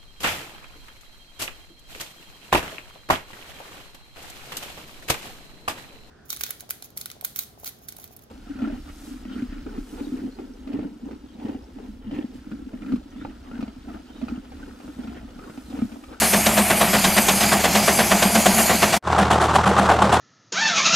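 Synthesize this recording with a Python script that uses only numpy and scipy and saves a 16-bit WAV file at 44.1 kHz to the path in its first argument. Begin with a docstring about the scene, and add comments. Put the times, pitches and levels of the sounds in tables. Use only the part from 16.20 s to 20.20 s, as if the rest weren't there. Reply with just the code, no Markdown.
"""An open field: a steam traction engine ploughs, chuffing about eight times a second.
Each exhaust stroke sends a steam burst up the chimney, rings its air column and scatters back.
Heard first from behind: sharp chuffs, rumble, loud hiss of leaking steam. After a brief fade to
silence, from the front: duller chuffs, with a small combustion engine puttering nearby."""
import sys
import numpy as np
from scipy import signal
from scipy.fft import rfft, irfft
from scipy.io import wavfile

SR = 44100
rng = np.random.default_rng(int(sys.argv[2]) if len(sys.argv) > 2 else 0)


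def file_out(sig):
    """Save sig as 16-bit WAV at sys.argv[1]."""
    # one column per channel
    cols = np.atleast_2d(sig).T
    # limit, then scale
    lim = np.clip(cols, -1, 1)
    pcm = np.round(lim * 32767).astype(np.int16)
    wavfile.write(sys.argv[1], SR, pcm)


N = 176400
TIME_S = np.arange(N) / SR
FREQS_HZ = np.maximum(np.arange(N // 2 + 1) * SR / N, 1)

# Exhaust strokes. Each row: start in seconds, low-band gain in dB, treble gain in dB,
# hold in seconds, relative ring level in dB, ring pitch in Hz.
REAR_CHUFFS = [(0.018, -1, -2.5, 0.018, -23, 223), (0.132, -0.5, 1, 0.013, -20.5, 207),
               (0.263, -1, 5, 0.0063, -23.5, 216), (0.371, -1.5, -0.5, 0.02, -19, 206),
               (0.502, -1, -3, 0.013, -28, 203.0), (0.608, 0.5, 0.7, 0.015, -23.5, 210),
               (0.733, -2, -2.5, 0.023, -17.5, 207.4), (0.843, -0.5, 5.5, 0.0066, -23.5, 188),
               (0.966, -0.5, 1.5, 0.018, -26.5, 215), (1.084, -0.7, 3.4, 0.011, -29.0, 202),
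               (1.208, -3.0, -0.8, 0.023, -23.5, 208.0), (1.317, 0.5, -1.5, 0.019, -19.5, 204.0),
               (1.442, 0.5, 1, 0.014, -25.5, 199.5), (1.552, 0.5, 2.2, 0.012, -23, 206),
               (1.676, 0, -2, 0.017, -34, 204), (1.788, -0.5, 0.2, 0.017, -20.5, 221),
               (1.911, 0.4, -0.5, 0.014, -21.5, 198), (2.023, 0.2, 3.5, 0.011, -22.5, 200),
               (2.148, -1.1, -1.9, 0.017, -17.5, 217.3), (2.259, 2.5, 3, 0.006, -24, 197.3),
               (2.381, -2.5, -2, 0.017, -23, 220), (2.493, -1.5, -5, 0.024, -27.5, 195),
               (2.622, 1.2, -0.8, 0.019, -23, 202.5), (2.725, -5, -1.5, 0.021, -29, 215)]
FRONT_CHUFFS = [(2.982, 2, 1.3, 0.016, -20.5, 198), (3.106, -1, 0.5, 0.024, -27, 207),
                (3.211, -1.3, 1, 0.031, -35, 200), (3.342, -2, -0.5, 0.018, -29, 210),
                (3.458, 4.5, 2.5, 0.0078, -21.0, 195), (3.581, 3, 0.3, 0.0038, -20.5, 198.3),
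                (3.691, 2.4, -3, 0.026, -34.0, 210.0), (3.819, 3.3, -0.5, 0.0045, -21.5, 202),
                (3.924, -1.7, 0.2, 0.025, -29, 217)]
# Spectra of blast, scattered tail, machine rumble, steam leak and small-engine pop.
# Each row: frequency in Hz, relative density in dB.
REAR_BLAST_DB = [(40, -76), (130, -53), (200, -51), (280, -51), (360, -48.5), (450, -49.5), (580, -46),
                 (690, -40), (900, -51.5), (1100, -46), (1300, -52.5), (1600, -48.5), (2300, -52.5),
                 (3400, -55), (4800, -61), (8000, -60.5), (12000, -71), (15000, -77)]
REAR_TAIL_DB = [(130, -64.5), (200, -44), (280, -60.5), (365, -54), (470, -61.5), (690, -50.5), (950, -57),
                (1600, -73.5), (3000, -69), (8000, -85)]
REAR_RUMBLE_DB = [(20, -72), (45, -63), (100, -57), (160, -55), (210, -58), (290, -64), (370, -68),
                  (480, -87), (700, -61), (900, -65), (1300, -57), (1800, -57), (2350, -53), (2900, -59.5),
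                  (4000, -66.5), (8000, -100)]
FRONT_BLAST_DB = [(130, -69), (200, -56), (290, -51), (375, -46), (470, -52.5), (620, -46.5), (760, -38.5),
                  (950, -47.5), (1150, -47), (1600, -50.5), (2200, -62.5), (3200, -59.5), (5000, -71),
                  (8000, -69.5), (11000, -77), (15000, -98)]
FRONT_TAIL_DB = [(130, -75), (200, -67), (300, -51.5), (750, -44.5), (1200, -70), (2200, -64), (3500, -71),
                 (8000, -80.5), (14000, -96)]
FRONT_RUMBLE_DB = [(20, -76), (45, -72), (70, -53), (100, -59), (180, -48.5), (280, -58), (750, -54.5),
                   (1150, -49.5), (2200, -67), (5000, -75), (8000, -77.5), (15000, -106)]
HISS_DB = [(2900, -70.5), (3300, -68), (3800, -75.5), (4200, -64), (4500, -67), (4800, -61), (5400, -69),
           (5900, -67), (6300, -63.5), (6900, -64), (7400, -64.5), (7800, -66), (8500, -62.5), (9100, -68),
           (10200, -63.5), (12000, -63.5), (13200, -70), (14000, -72), (15300, -87)]
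POP_DB = [(150, -60), (280, -55), (370, -48.5), (520, -56.5), (760, -45), (1150, -51), (1550, -59),
          (2200, -70), (3500, -67.5), (8000, -86), (14000, -102)]
# Leak swell. Each row: time in seconds, lower hiss gain in dB, upper hiss gain in dB.
HISS_SWELL_DB = [(0.04, 2.5, 5.5), (0.22, -2.5, 1.5), (0.56, -4.5, 0.5), (0.8, 2.5, -0.5), (1.05, -1, 1.5),
                 (1.18, 1.5, 3.5), (1.4, 1, -3), (1.55, 3.5, -3), (1.75, 2, 3), (1.88, 0.5, -1.5),
                 (2.1, -0.5, 0), (2.3, 2.5, 1), (2.4, 0, 7), (2.52, 2.5, -1), (2.71, 0.5, -5.5)]
# Blend from lower to upper hiss: start in Hz, end in Hz.
HISS_CROSSOVER_HZ = (5360, 9300)
# Small-engine hum. Each row: multiple of the firing rate, level in dB.
REAR_HUM_DB = [(2, -39.5), (3, -47)]
FRONT_HUM_DB = [(2, -29.5), (3, -33), (4, -39)]
# Small-engine accents. Each row: start in seconds, gain in dB.
ACCENT_POPS = [(2.875, -9), (2.924, 3.5), (2.948, 0), (3.027, 2.5), (3.051, 2.5), (3.311, -1), (3.385, 4.5),
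               (3.513, -10), (3.538, -2.5), (3.565, 3), (3.666, -9), (3.789, 2.5), (3.967, 5.5)]
# Stereo balance. Each row: frequency in Hz, left minus right in dB.
BALANCE_DB = [(2400, 0), (4400, .5), (8100, -1.3), (12000, 2.1), (15000, 2.5)]
# Base stereo width. Each row: frequency in Hz, side minus mid in dB.
WIDTH_DB = [(60, -23), (200, -37), (350, -20), (700, -30), (1400, -50.5), (3000, -37.5), (5000, -19),
            (8000, -10.5), (12000, -4.5), (15000, -28)]
# Added width at the front. Each row: frequency in Hz, side gain in dB.
FRONT_WIDER_DB = [(200, -1.5), (700, 6), (1300, 28.5), (2400, 34), (4400, 7), (8000, 3.5), (14000, 6)]

FRONT_FIRING_HZ, REAR_FIRING_HZ, POP_ANCHOR_S = 39.25, 37.0, 2.874
BLAST_ATTACK_S, RING_DECAY_S = 0.005, 0.02
TREBLE_SPLIT_HZ, CUTOFF_HZ = 2330, 15600
REAR_END_S, FRONT_ON_S, FRONT_FULL_S = 2.776, 2.826, 2.876
FADE_OUT_DB_PER_S, FADE_IN_DB_PER_S = 2602, 533


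def from_db(db):
    """Decibels to gain."""
    return 10 ** (np.asarray(db) / 20)


def per_bin(points):
    """Table interpolated to every FFT bin, log frequency axis."""
    hz, value = np.transpose(points)
    return np.interp(np.log(FREQS_HZ), np.log(hz), value)


def drift(rate_hz):
    """Low-passed random signal, unit spread."""
    slow = irfft(rfft(rng.standard_normal(N)) / (1 + (FREQS_HZ / rate_hz) ** 2), N)
    return slow / slow.std()


def noise(spectrum_db):
    """Shaped stereo noise, wider in the treble."""
    mid, side = rfft(rng.standard_normal((2, N)))
    signs = np.array([[1], [-1]])
    pair = mid + signs * side * from_db(per_bin(WIDTH_DB))
    gain = from_db(per_bin(spectrum_db) + signs * per_bin(BALANCE_DB) / 2)
    return irfft(pair * gain, N) * np.sqrt(SR / 2)


def envelope(t, attack_s, hold_s, decay_s):
    """Smooth rise centred on t = 0, hold, exponential decay."""
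    return (1 + np.tanh(t / attack_s)) / 2 * np.exp(-np.maximum(t - hold_s, 0) / decay_s)


def widened(pair, extra_db):
    """Side signal scaled band by band."""
    side = irfft(rfft(pair[0] - pair[1]) / 2 * from_db(per_bin(extra_db)), N)
    return pair.mean(axis=0) + np.array([side, -side])


def rumble(spectrum_db, gain_db, rough_db, rough_hz):
    """Continuous machine noise with a flickering level."""
    return from_db(gain_db + rough_db * drift(rough_hz)) * noise(spectrum_db)


def small_engine_hum(firing_hz, harmonics, waver_db):
    """Low exhaust harmonics, each wavering in level."""
    phase = 2 * np.pi * firing_hz * TIME_S + 0.096 * drift(3)
    out = 0
    for order, db in harmonics:
        amplitude = np.sqrt(2) * from_db(db + waver_db * drift(4.7))
        out += amplitude * np.sin(order * phase + rng.uniform(0, 2 * np.pi))
    return out


def small_engine_pops(usual_db, hold_s, decay_s):
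    """One exhaust pop per firing; some stand out."""
    period_s = 1 / FRONT_FIRING_HZ
    starts_s = np.arange(POP_ANCHOR_S - 2 * period_s, TIME_S[-1], period_s)
    pops = [(s, usual_db + rng.normal()) for s in starts_s] + ACCENT_POPS
    pulses = [from_db(db) * envelope(TIME_S - s, 0.00033, hold_s, decay_s) for s, db in pops]
    return noise(POP_DB) * np.max(pulses, axis=0)


def steam_leak(patchy_db, flutter_db):
    """Steady jet; narrow bands swell and fade separately in the moving air."""
    jet = rfft(noise(HISS_DB)) / (1 + (2600 / FREQS_HZ) ** 6)  # high-pass
    centres_hz = np.linspace(2500, 14000, num=36)
    times_s, *gains_db = np.transpose(HISS_SWELL_DB)
    lower_db, upper_db = [np.interp(TIME_S, times_s, db) for db in gains_db]
    out = 0
    for hz, share in zip(centres_hz, np.eye(len(centres_hz))):
        band = irfft(jet * np.interp(FREQS_HZ, centres_hz, share), N)
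        swell_db = lower_db + (upper_db - lower_db) * np.interp(hz, HISS_CROSSOVER_HZ, (0, 1))
        out += band * from_db(swell_db + patchy_db * drift(4.5))
    return out * from_db(flutter_db * drift(32))


def scattered_tails(chuffs, spectrum_db, lag_s, decay_s, rough_db):
    """Each blast returns off the machine, ground and trees."""
    level = sum(from_db(db) * envelope(TIME_S - s - lag_s, 0.011, 0.022, decay_s)
                for s, db, *_ in chuffs)
    return noise(spectrum_db) * level * from_db(rough_db * drift(83))


def chimney_ring(chuffs, attack_s, hold_s, waver_rad):
    """The chimney's air column swells and rings unsteadily after each blast."""
    wander_rad = waver_rad * drift(34)
    out = 0
    for start_s, *_, db, hz in chuffs:
        t = TIME_S - start_s
        tone = np.sin(2 * np.pi * hz * t + rng.uniform(0, 2 * np.pi) + wander_rad)
        out += from_db(db) * envelope(t - 0.003, attack_s, hold_s, RING_DECAY_S) * tone
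    return out * from_db(1.1 * drift(36))


def exhaust_blasts(chuffs, spectrum_db, decay_s, treble_decay_s, rough_db):
    """One turbulent steam burst up the chimney per stroke; treble has its own envelope."""
    jet = noise(spectrum_db)
    treble = irfft(rfft(jet) / (1 + (TREBLE_SPLIT_HZ / FREQS_HZ) ** 4), N)
    low_gain = treble_gain = 0
    for start_s, low_db, treble_db, hold_s, *_ in chuffs:
        t = TIME_S - start_s
        low_gain += from_db(low_db) * envelope(t, BLAST_ATTACK_S, hold_s, decay_s)
        treble_gain += from_db(treble_db) * envelope(t, BLAST_ATTACK_S, hold_s, treble_decay_s)
    return ((jet - treble) * low_gain + treble * treble_gain) * from_db(rough_db * drift(80))


def from_behind():
    """Sharp chuffs, loud hiss, rumble; the small engine is a faint hum."""
    return (exhaust_blasts(REAR_CHUFFS, REAR_BLAST_DB, decay_s=0.017, treble_decay_s=0.011, rough_db=1.25)
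            + scattered_tails(REAR_CHUFFS, REAR_TAIL_DB, lag_s=0.017, decay_s=0.1, rough_db=1.4)
            + from_db(3.5) * chimney_ring(REAR_CHUFFS, attack_s=0.02, hold_s=0.04, waver_rad=0.29)
            + rumble(REAR_RUMBLE_DB, gain_db=-5.4, rough_db=1.34, rough_hz=45)
            + steam_leak(patchy_db=2.8, flutter_db=0.95)
            + small_engine_hum(REAR_FIRING_HZ, REAR_HUM_DB, waver_db=1.5))


def from_front():
    """Duller chuffs over rumble and the small engine's putter."""
    return (exhaust_blasts(FRONT_CHUFFS, FRONT_BLAST_DB,
                           decay_s=0.014, treble_decay_s=0.023, rough_db=3.07)
            + from_db(-4.5) * scattered_tails(FRONT_CHUFFS, FRONT_TAIL_DB,
                                              lag_s=0.028, decay_s=0.031, rough_db=2.5)
            + from_db(3.5) * chimney_ring(FRONT_CHUFFS, attack_s=0.017, hold_s=0.045, waver_rad=0.19)
            + rumble(FRONT_RUMBLE_DB, gain_db=-2.0, rough_db=2.8, rough_hz=54)
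            + small_engine_pops(usual_db=-2, hold_s=0.0066, decay_s=0.005)
            + small_engine_hum(FRONT_FIRING_HZ, FRONT_HUM_DB, waver_db=0.5))


def scene():
    """Rear fades out, front fades in, over a faint noise floor."""
    fade_out = from_db(-FADE_OUT_DB_PER_S * np.maximum(TIME_S - REAR_END_S, 0))
    fade_in = from_db(-FADE_IN_DB_PER_S * np.maximum(FRONT_FULL_S - TIME_S, 0)) * (TIME_S > FRONT_ON_S)
    floor = noise([(30, -112), (300, -100), (1500, -112), (6000, -135)])
    return from_behind() * fade_out + widened(from_front(), FRONT_WIDER_DB) * fade_in + floor


def record(dry):
    """Soft clip, then steep low-pass."""
    rounded = dry / (1 + np.abs(dry) ** 6) ** (1 / 6)
    return signal.sosfilt(signal.ellip(12, .1, 90, CUTOFF_HZ, fs=SR, output="sos"), rounded)


dry = scene()
out = record(dry)
file_out(out)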